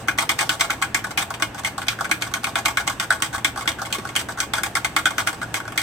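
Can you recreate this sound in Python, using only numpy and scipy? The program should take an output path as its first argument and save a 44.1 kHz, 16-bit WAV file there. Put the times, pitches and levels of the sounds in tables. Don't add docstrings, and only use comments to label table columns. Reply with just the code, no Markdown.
import sys
import numpy as np
from scipy import signal
from scipy.io import wavfile
from scipy.ndimage import uniform_filter1d

SR = 44100
rng = np.random.default_rng(int(sys.argv[2]) if len(sys.argv) > 2 else 0)


def wrap_up_sound(samples):
    columns = np.atleast_2d(samples).T
    tamed = np.clip(columns, -1, 1)
    steps = np.round(tamed * 32767).astype(np.int16)
    wavfile.write(sys.argv[1], SR, steps)


N = 256662

# pitch_hz [Hz], likeness [0 to 1]
LIKENESS = [(60, 1), (130, 0.97), (290, 0.9), (640, 0.81), (1410, 0.59), (3100, 0.21), (6820, 0.035),
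            (15000, 0.17)]
# pitch_hz [Hz], left_over_right_db [dB]
BALANCE = [(60, -1), (110, -4), (200, 1), (380, 0.5), (700, 2), (1290, -1.5), (2380, 1), (4400, -4.5),
           (8120, -3.5), (15000, -1.5)]


def amp(db):
    return 10 ** (np.asarray(db) / 20)


def evened(x):
    return x / np.sqrt(np.mean(x ** 2) + 1e-20)


def read(points, hz):
    point_hz, value = np.transpose(points)
    return np.interp(np.log(hz + 1), np.log(point_hz + 1), value)


def pair(hz, frames):
    a, b, c, d = rng.standard_normal((frames, len(hz), 4)).T
    same = np.clip(read(LIKENESS, hz), 0, 1)[:, None]
    common = np.sqrt((1 + same) / 2) * (a + 1j * b)
    apart = np.sqrt((1 - same) / 2) * (c + 1j * d)
    tilt = amp(read(BALANCE, hz) / 2)[:, None]
    return np.array([(common + apart) * tilt, (common - apart) / tilt])


def slow_noise():
    smooth = uniform_filter1d(rng.standard_normal(N), 4000)
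    return evened(uniform_filter1d(smooth, 4000))


def kitchen():
    # pitch_hz [Hz], level_db [dB per Hz]
    air_colour = [(15, -40), (30, -25), (52, 5), (105, 3.5), (305, 3), (440, -3), (790, -2), (1200, -8),
                  (1400, -6), (1700, -4.5), (1950, -11.5), (2700, -11), (8000, -48), (16500, -41)]
    air_db, hum_hz, hum_db = -37.5, 116.7, -45.5

    hz, frames = np.fft.rfftfreq(2048, 1 / SR), N // 512 + 5
    patches = uniform_filter1d(rng.standard_normal((frames, len(hz))), 6, 0)
    patches = evened(uniform_filter1d(patches, 12, 1)).T
    spectra = pair(hz, frames) * amp(read(air_colour, hz)[:, None] + patches)
    air = signal.istft(spectra, nperseg=2048, noverlap=1536)[1]

    drift, waver_db = slow_noise(), slow_noise()
    turns = np.cumsum(hum_hz + 1.14 * drift) / SR
    hum = np.sqrt(2) * amp(hum_db + waver_db) * np.sin(2 * np.pi * turns)
    return amp(air_db) * evened(air[:, :N]) + hum


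def force():
    # [s, time scale of the slide]
    contacts = [(0.0745, -51, -46, -37, -4, 0.014), (0.083, -20.5, -18, -25, -13.5, 0.036),
                (0.1766, -43, -41.0, -30, -15, 0.012), (0.1846, -18, -27, -21.5, -10, 0.042),
                (0.224, -42, -34.0, -27, -14, 0.036), (0.2912, -17.5, -27, -24, -9, 0.028),
                (0.3851, -44.0, -39.0, -27.5, -2, 0.013), (0.3891, -19.5, -26.5, -26.5, -4, 0.033),
                (0.4272, -38, -31, -24, -14.5, 0.048), (0.4921, -17.5, -20.5, -27, -12, 0.031),
                (0.5258, -48, -42.0, -25.5, -4, 0.028), (0.5502, -49.0, -46, -41.0, -11.0, 0.01),
                (0.5956, -37, -43.0, -35.5, 11.5, 0.013), (0.608, -18.5, -24, -22, -8.5, 0.043),
                (0.6973, -43.0, -23, -43, -17, 0.01), (0.7031, -22, -26, -29, -9, 0.035),
                (0.8154, -38, -32, -28, -7, 0.012), (0.8226, -23, -20.5, -25.5, -8, 0.028),
                (0.945, -17, -21.5, -28.5, -14, 0.037), (0.99, -38.0, -40.0, -42, -19, 0.052),
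                (1.0401, -41, -27.5, -32, 3, 0.012), (1.067, -51, -36, -33.5, -11, 0.044),
                (1.1062, -38, -42, -36.5, 4.5, 0.01), (1.1741, -19.5, -28, -29.5, -6, 0.026),
                (1.208, -29, -36, -44, 0.5, 0.021), (1.3035, -44.0, -29.5, -26.0, -17.0, 0.032),
                (1.339, -33, -43, -36.5, -2, 0.016), (1.398, -42, -37, -35.5, -3, 0.02),
                (1.422, -21.5, -24.5, -24.5, -12.5, 0.025), (1.545, -50, -33.5, -31, -10.5, 0.032),
                (1.579, -38.5, -44.0, -38.5, 6, 0.019), (1.6343, -45.0, -31.5, -35, -5, 0.012),
                (1.6467, -21.5, -30.5, -36, -6.5, 0.033), (1.7792, -45.0, -30.0, -27, -10.0, 0.037),
                (1.8159, -33, -32, -36, -4.5, 0.015), (1.867, -41, -40, -41.0, -3, 0.014),
                (1.8826, -18, -26.0, -32, -15, 0.039), (1.928, -40, -38.0, -49.0, -5, 0.012),
                (1.9873, -42, -32, -41, -4.0, 0.024), (2.0077, -44, -31, -23, -13, 0.034),
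                (2.0439, -33.5, -30.5, -40, 3.5, 0.011), (2.093, -48, -38, -37.5, -2, 0.023),
                (2.1124, -18.0, -19, -28, -20, 0.044), (2.209, -46, -45.0, -38, 1, 0.016),
                (2.221, -25.0, -28.0, -31, -12.5, 0.04), (2.2656, -44, -34, -35, -1, 0.011),
                (2.3138, -55.0, -41.0, -38, -3, 0.012), (2.3377, -23.0, -23, -27, -10.5, 0.032),
                (2.4324, -44, -41, -31, -4, 0.014), (2.4416, -21, -25.5, -33, -22.0, 0.019),
                (2.4678, -37, -33, -26.5, -5, 0.037), (2.5551, -18.5, -20, -23.5, -13.5, 0.042),
                (2.6513, -45, -31, -26.5, 1, 0.011), (2.6565, -19.5, -27, -21, -25, 0.027),
                (2.6813, -27, -27.5, -24.5, -10, 0.031), (2.771, -21.0, -20, -25.5, -12.5, 0.042),
                (2.8681, -37, -44.0, -30, -12, 0.011), (2.8753, -21, -33, -27, -18, 0.041),
                (2.8967, -38, -28.5, -24, -7, 0.034), (2.9977, -21.0, -24.5, -32.0, -10.5, 0.047),
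                (3.104, -22, -15, -22.5, -10.5, 0.024), (3.1235, -32, -29, -24.5, -9.5, 0.039),
                (3.201, -60, -39, -38, -16, 0.018), (3.2213, -17.5, -28.0, -28, -14, 0.049),
                (3.3277, -42.5, -33.5, -33.5, 5.5, 0.034), (3.3796, -36, -39, -34, -6, 0.015),
                (3.4453, -17.5, -22.5, -26, -15.5, 0.047), (3.5587, -47, -33, -34.5, -3.0, 0.019),
                (3.5738, -40, -28, -25.5, -5.5, 0.03), (3.6083, -38, -37.5, -34.5, -0.5, 0.023),
                (3.655, -46, -35, -35.5, -3.0, 0.016), (3.6756, -18.5, -31, -30, -11, 0.029),
                (3.7166, -34.5, -41, -37.0, -24.0, 0.04), (3.7837, -53, -40, -45.5, 5, 0.039),
                (3.816, -47.0, -27.0, -25, -7, 0.021), (3.85, -39.5, -48, -41.5, 3, 0.022),
                (3.903, -44, -39.0, -43, -2.0, 0.027), (3.9254, -20.0, -33, -33.5, -8.5, 0.037),
                (3.9837, -37.5, -40, -34, -5.5, 0.016), (4.0503, -53, -28.0, -30, -17, 0.031),
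                (4.0725, -39, -51.0, -40, -7.0, 0.012), (4.0893, -38, -51.0, -38.0, -2.5, 0.015),
                (4.153, -32, -33, -32, -4, 0.014), (4.1612, -17, -29, -31.5, -12, 0.053),
                (4.2861, -41, -31.5, -29.5, -4, 0.042), (4.372, -54, -37, -42.5, 8, 0.025),
                (4.4019, -19, -25, -33, -14.5, 0.041), (4.535, -21, -23.5, -23, -10.5, 0.058),
                (4.581, -35.0, -22.5, -26, -16, 0.061), (4.6335, -20, -24.5, -27.5, -12, 0.036),
                (4.6643, -35.0, -33.5, -33, -13, 0.012), (4.752, -21, -23, -27.5, -4, 0.026),
                (4.8456, -19.5, -23.5, -25, -11, 0.021), (4.9631, -18.5, -18, -22.0, -12, 0.034),
                (5.0552, -19.0, -17.5, -28, -7.5, 0.021), (5.1059, -36.5, -43, -29, -1, 0.008),
                (5.1807, -23.5, -22.5, -27, -6.5, 0.035), (5.2661, -42, -30, -31, -3, 0.014),
                (5.272, -20, -19.5, -26.5, -11, 0.023), (5.328, -39.5, -38.0, -29.5, -9, 0.021),
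                (5.4145, -39.5, -29.5, -34, 0, 0.024), (5.541, -22.5, -32, -31.5, -6, 0.037),
                (5.6006, -40, -33.5, -35.0, -21.0, 0.022), (5.6515, -59, -37, -42.0, -11, 0.031),
                (5.6776, -39.0, -31.5, -31, -16, 0.043), (5.721, -40.5, -45.0, -36, -31, 0.041),
                (5.758, -56, -44, -39, -2.0, 0.012), (5.7761, -19.5, -29, -32, -9, 0.049)]
    # time_s [s], level_db [dB]
    brushing = [(0.0, -52), (0.11, -81), (0.32, -60), (0.76, -61), (1.1, -69), (1.7, -65), (2.07, -65),
                (2.5, -61.5), (3.05, -62), (3.7, -68), (4.03, -59.5), (4.38, -71), (4.67, -63), (5.17, -59),
                (5.82, -65)]
    # belly_db, wall_db, rim_db, wires_db [dB]
    brushing_parts_db = [14, -6.5, -16.5, 12.5]
    # belly, wall, rim, wires [dB]
    strike_gain_db = [3.44, 2.76, 4.74, 3.15]
    # against_rim_db, against_belly_db [dB]
    wires_db = [-2, -5.5]
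    swell_base_db, swell_per_db = 3.2, 0.76
    rise_s, pan_db = 0.0042, 1

    time_s, stir_db = np.transpose(brushing)
    stir_db = np.interp(np.arange(N) / SR, time_s, stir_db)
    stir = amp(stir_db + np.array(brushing_parts_db)[:, None])
    power = np.array([stir, stir]) ** 2

    t = np.arange(6000) / SR
    rough = uniform_filter1d(rng.standard_normal(N + len(t)), 130)
    stutter = amp(4.13 * evened(rough))
    flam_lengths = rng.uniform(0.0014, 0.0024, len(contacts))

    for row, flam_s in zip(contacts, flam_lengths):
        start_s, rim_db, wall_db, belly_db, slide_db, slide_s = row
        belly, wall, rim = amp([belly_db, wall_db, rim_db])
        wires = np.hypot(*amp(wires_db) * [rim, belly])
        blow = np.array([[belly], [wall], [rim], [wires]])

        flam = np.exp(-(t / flam_s) ** 2) * np.minimum(t / .0004, 1)
        flam = flam / np.sqrt(np.sum(flam ** 2) / 300)
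        strike = amp(strike_gain_db)[:, None] * flam

        at = round(start_s * SR)
        gone = t / slide_s
        slide = amp(slide_db - 1.37 * gone) / (1 + gone ** 12.0)
        slide = slide * np.minimum(t / rise_s, 1) * stutter[at:at + len(t)]
        swell_db = swell_base_db + swell_per_db * (rim_db - belly_db)
        shift_db = np.minimum(gone, 1) * np.array([[swell_db], [.5 * swell_db], [-3], [2.5]])

        shape = blow ** 2 * (strike ** 2 + (slide * amp(shift_db)) ** 2)
        for side, sign in enumerate((.5, -.5)):
            power[side, :, at:at + len(t)] += (shape * amp(sign * pan_db) ** 2)[:, :N - at]
    return np.sqrt(power)


def grain(ticks, lo_hz, hi_hz):
    lo_hz, hi_hz = .8 * lo_hz, 1.2 * hi_hz
    band = signal.butter(2, [lo_hz, hi_hz], "bandpass", fs=SR, output="sos")
    taken = signal.sosfilt(band, ticks)
    steady = taken / (uniform_filter1d(taken ** 2, 70) + 1e-9) ** 0.41
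    return evened(steady) * np.sqrt((hi_hz - lo_hz) / (SR / 2))


def ring(modes, lo_hz, hi_hz, clatter_db):
    # pitch_hz [Hz], level_db [dB per Hz]
    clatter_colour = [(500, -4), (800, -8), (1500, 3), (2300, -16), (2750, -17.5), (3200, -2.5),
                      (3800, -12.5), (6900, -20.5), (8000, -14), (8900, -18), (9700, -26.5), (13500, -24.5),
                      (15800, -31.5), (16500, -63)]
    # pitch_hz [Hz], fall_s [s]
    crack_fall = [(500, 0.094), (3000, 0.019), (8000, 0.034), (16000, 0.0029)]
    # pitch_hz [Hz], fall_s [s]
    clatter_fall = [(500, 0.14), (3000, 0.14), (8000, 0.15), (16000, 0.21)]
    ring_on_db, place_db = -10.5, 10.5

    size, hz = 6144, np.fft.rfftfreq(128, 1 / SR)
    t = np.arange(size) / SR
    spectra = pair(hz, size // 32 + 1) * amp(read(clatter_colour, hz))[:, None]
    fall_db = -60 * np.arange(spectra.shape[2]) * 32 / SR
    crack = amp(fall_db / read(crack_fall, hz)[:, None])
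    ringing = amp(ring_on_db + fall_db / read(clatter_fall, hz)[:, None])
    noise = signal.istft(spectra * (crack + ringing), nperseg=128, noverlap=96)[1][:, :size]
    band = signal.butter(3, [lo_hz, hi_hz], "bandpass", fs=SR, output="sos")
    out = amp(clatter_db) * evened(signal.sosfilt(band, noise))

    if modes:
        f, db, t60 = np.transpose(modes)[:, :, None]
        favour, turn, lean = rng.uniform(-1, 1, (3, len(modes), 1))
        spread = np.arccos(np.clip(read(LIKENESS, f), 0, 1)) * lean
        decay = amp(db + place_db * favour - 60 * t / t60)
        phase = 2 * np.pi * f * t + np.pi * turn
        tones = np.array([(decay * np.sin(phase + side * spread)).sum(0) for side in (1, -1)])
        tones = tones * amp(read(BALANCE, f.mean()) * np.array([[.5], [-.5]]))
        out = out + evened(signal.sosfilt(band, tones))
    return out / np.linalg.norm(out) * np.sqrt(2)


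def whisk():
    # pitch_hz [Hz], level_db [dB], fall_s [s to fall 60 dB]
    belly_modes = [(672, -3, .11), (712, -4, .1), (787, 0, .09), (845, -4, .09), (941, -3, .09),
                   (1120, 0, .07)]
    wall_modes = [(1380, -4, .07), (1417, 0, .08), (1480, -3, .08), (1512, -3, .08), (1640, -4, .06),
                  (1678, -2, .06), (1750, -5, .06)]
    rim_modes = [(2120, -3, .07), (2161, 0, .075), (2270, -5, .06), (2352, 0, .08), (2437, -1, .08),
                 (2500, -6, .06), (2990, -12, .05), (3157, -4, .065), (3250, -7, .055), (3408, -11, .055)]
    borders_hz = [560, 1250, 1900, 3700, 18000]
    # belly_db, wall_db, rim_db [dB]
    clatter_levels_db = [-2, -4.5, -0.5]
    # pitch_hz [Hz], level_db [dB per unit force],
    # fall_s [s to fall 60 dB]
    wobble = (313, -42, .11)
    places = 6

    tick_size = amp(3.92 * np.minimum(rng.exponential(1, N), 5))
    ticks = rng.standard_normal(N) * tick_size * (rng.random(N) < .3)
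    push = force()

    share = uniform_filter1d(rng.standard_normal((places, N)), 200) ** 2
    share = np.sqrt(share / share.sum(0))

    modes = (belly_modes, wall_modes, rim_modes, [])
    parts = list(zip(modes, borders_hz, borders_hz[1:], clatter_levels_db + [0]))
    drive = [push[:, k] * grain(ticks, *part[1:3]) for k, part in enumerate(parts)]
    bowl = np.zeros((2, N))
    for spot in share:
        for k, part in enumerate(parts):
            bowl += signal.oaconvolve(drive[k] * spot, ring(*part), axes=1)[:, :N]

    hz, db, t60 = wobble
    t = np.arange(8000) / SR
    flex = amp(db - 60 * t / t60) * np.sin(2 * np.pi * hz * t)
    rim_push = push[:, 2].mean(0) * evened(ticks)
    return bowl + signal.oaconvolve(rim_push, flex)[:N]


def room(x):
    t60 = 0.31
    at = np.arange(200, 20000, 20) + rng.integers(0, 20, (2, 990))
    echoes = rng.choice([-1., 1.], at.shape) * amp(-60 * at / SR / t60)
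    taps = np.zeros((2, 20020))
    np.put_along_axis(taps, at, echoes, 1)
    taps = signal.lfilter([1], [1, -.3], taps)
    return signal.fftconvolve(x, taps / np.linalg.norm(taps[0]), axes=1)[:, :N]


def bump():
    # pitch_hz [Hz], level_db [dB], fall_s [s to fall 60 dB]
    knock_tones = [(231, -27, 0.11), (375, -23, 0.058)]
    start_s, rise_s = 3.984, 0.0021
    t = np.maximum(np.arange(N) / SR - start_s, 0)
    tones = sum(amp(db - 60 * t / t60) * np.sin(2 * np.pi * hz * t) for hz, db, t60 in knock_tones)
    return tones * np.minimum(t / rise_s, 1)


def scene():
    bowl = whisk() + bump()
    return bowl + amp(-18.5) * room(bowl) + kitchen()


def record(dry):
    knee, edge_hz = .85, 16300
    rounded = knee * np.tanh(dry / knee)
    low_pass = signal.firwin(301, edge_hz, window=("kaiser", 9), fs=SR)
    return signal.oaconvolve(rounded, low_pass[None], "same")


dry = scene()
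out = record(dry)
wrap_up_sound(out)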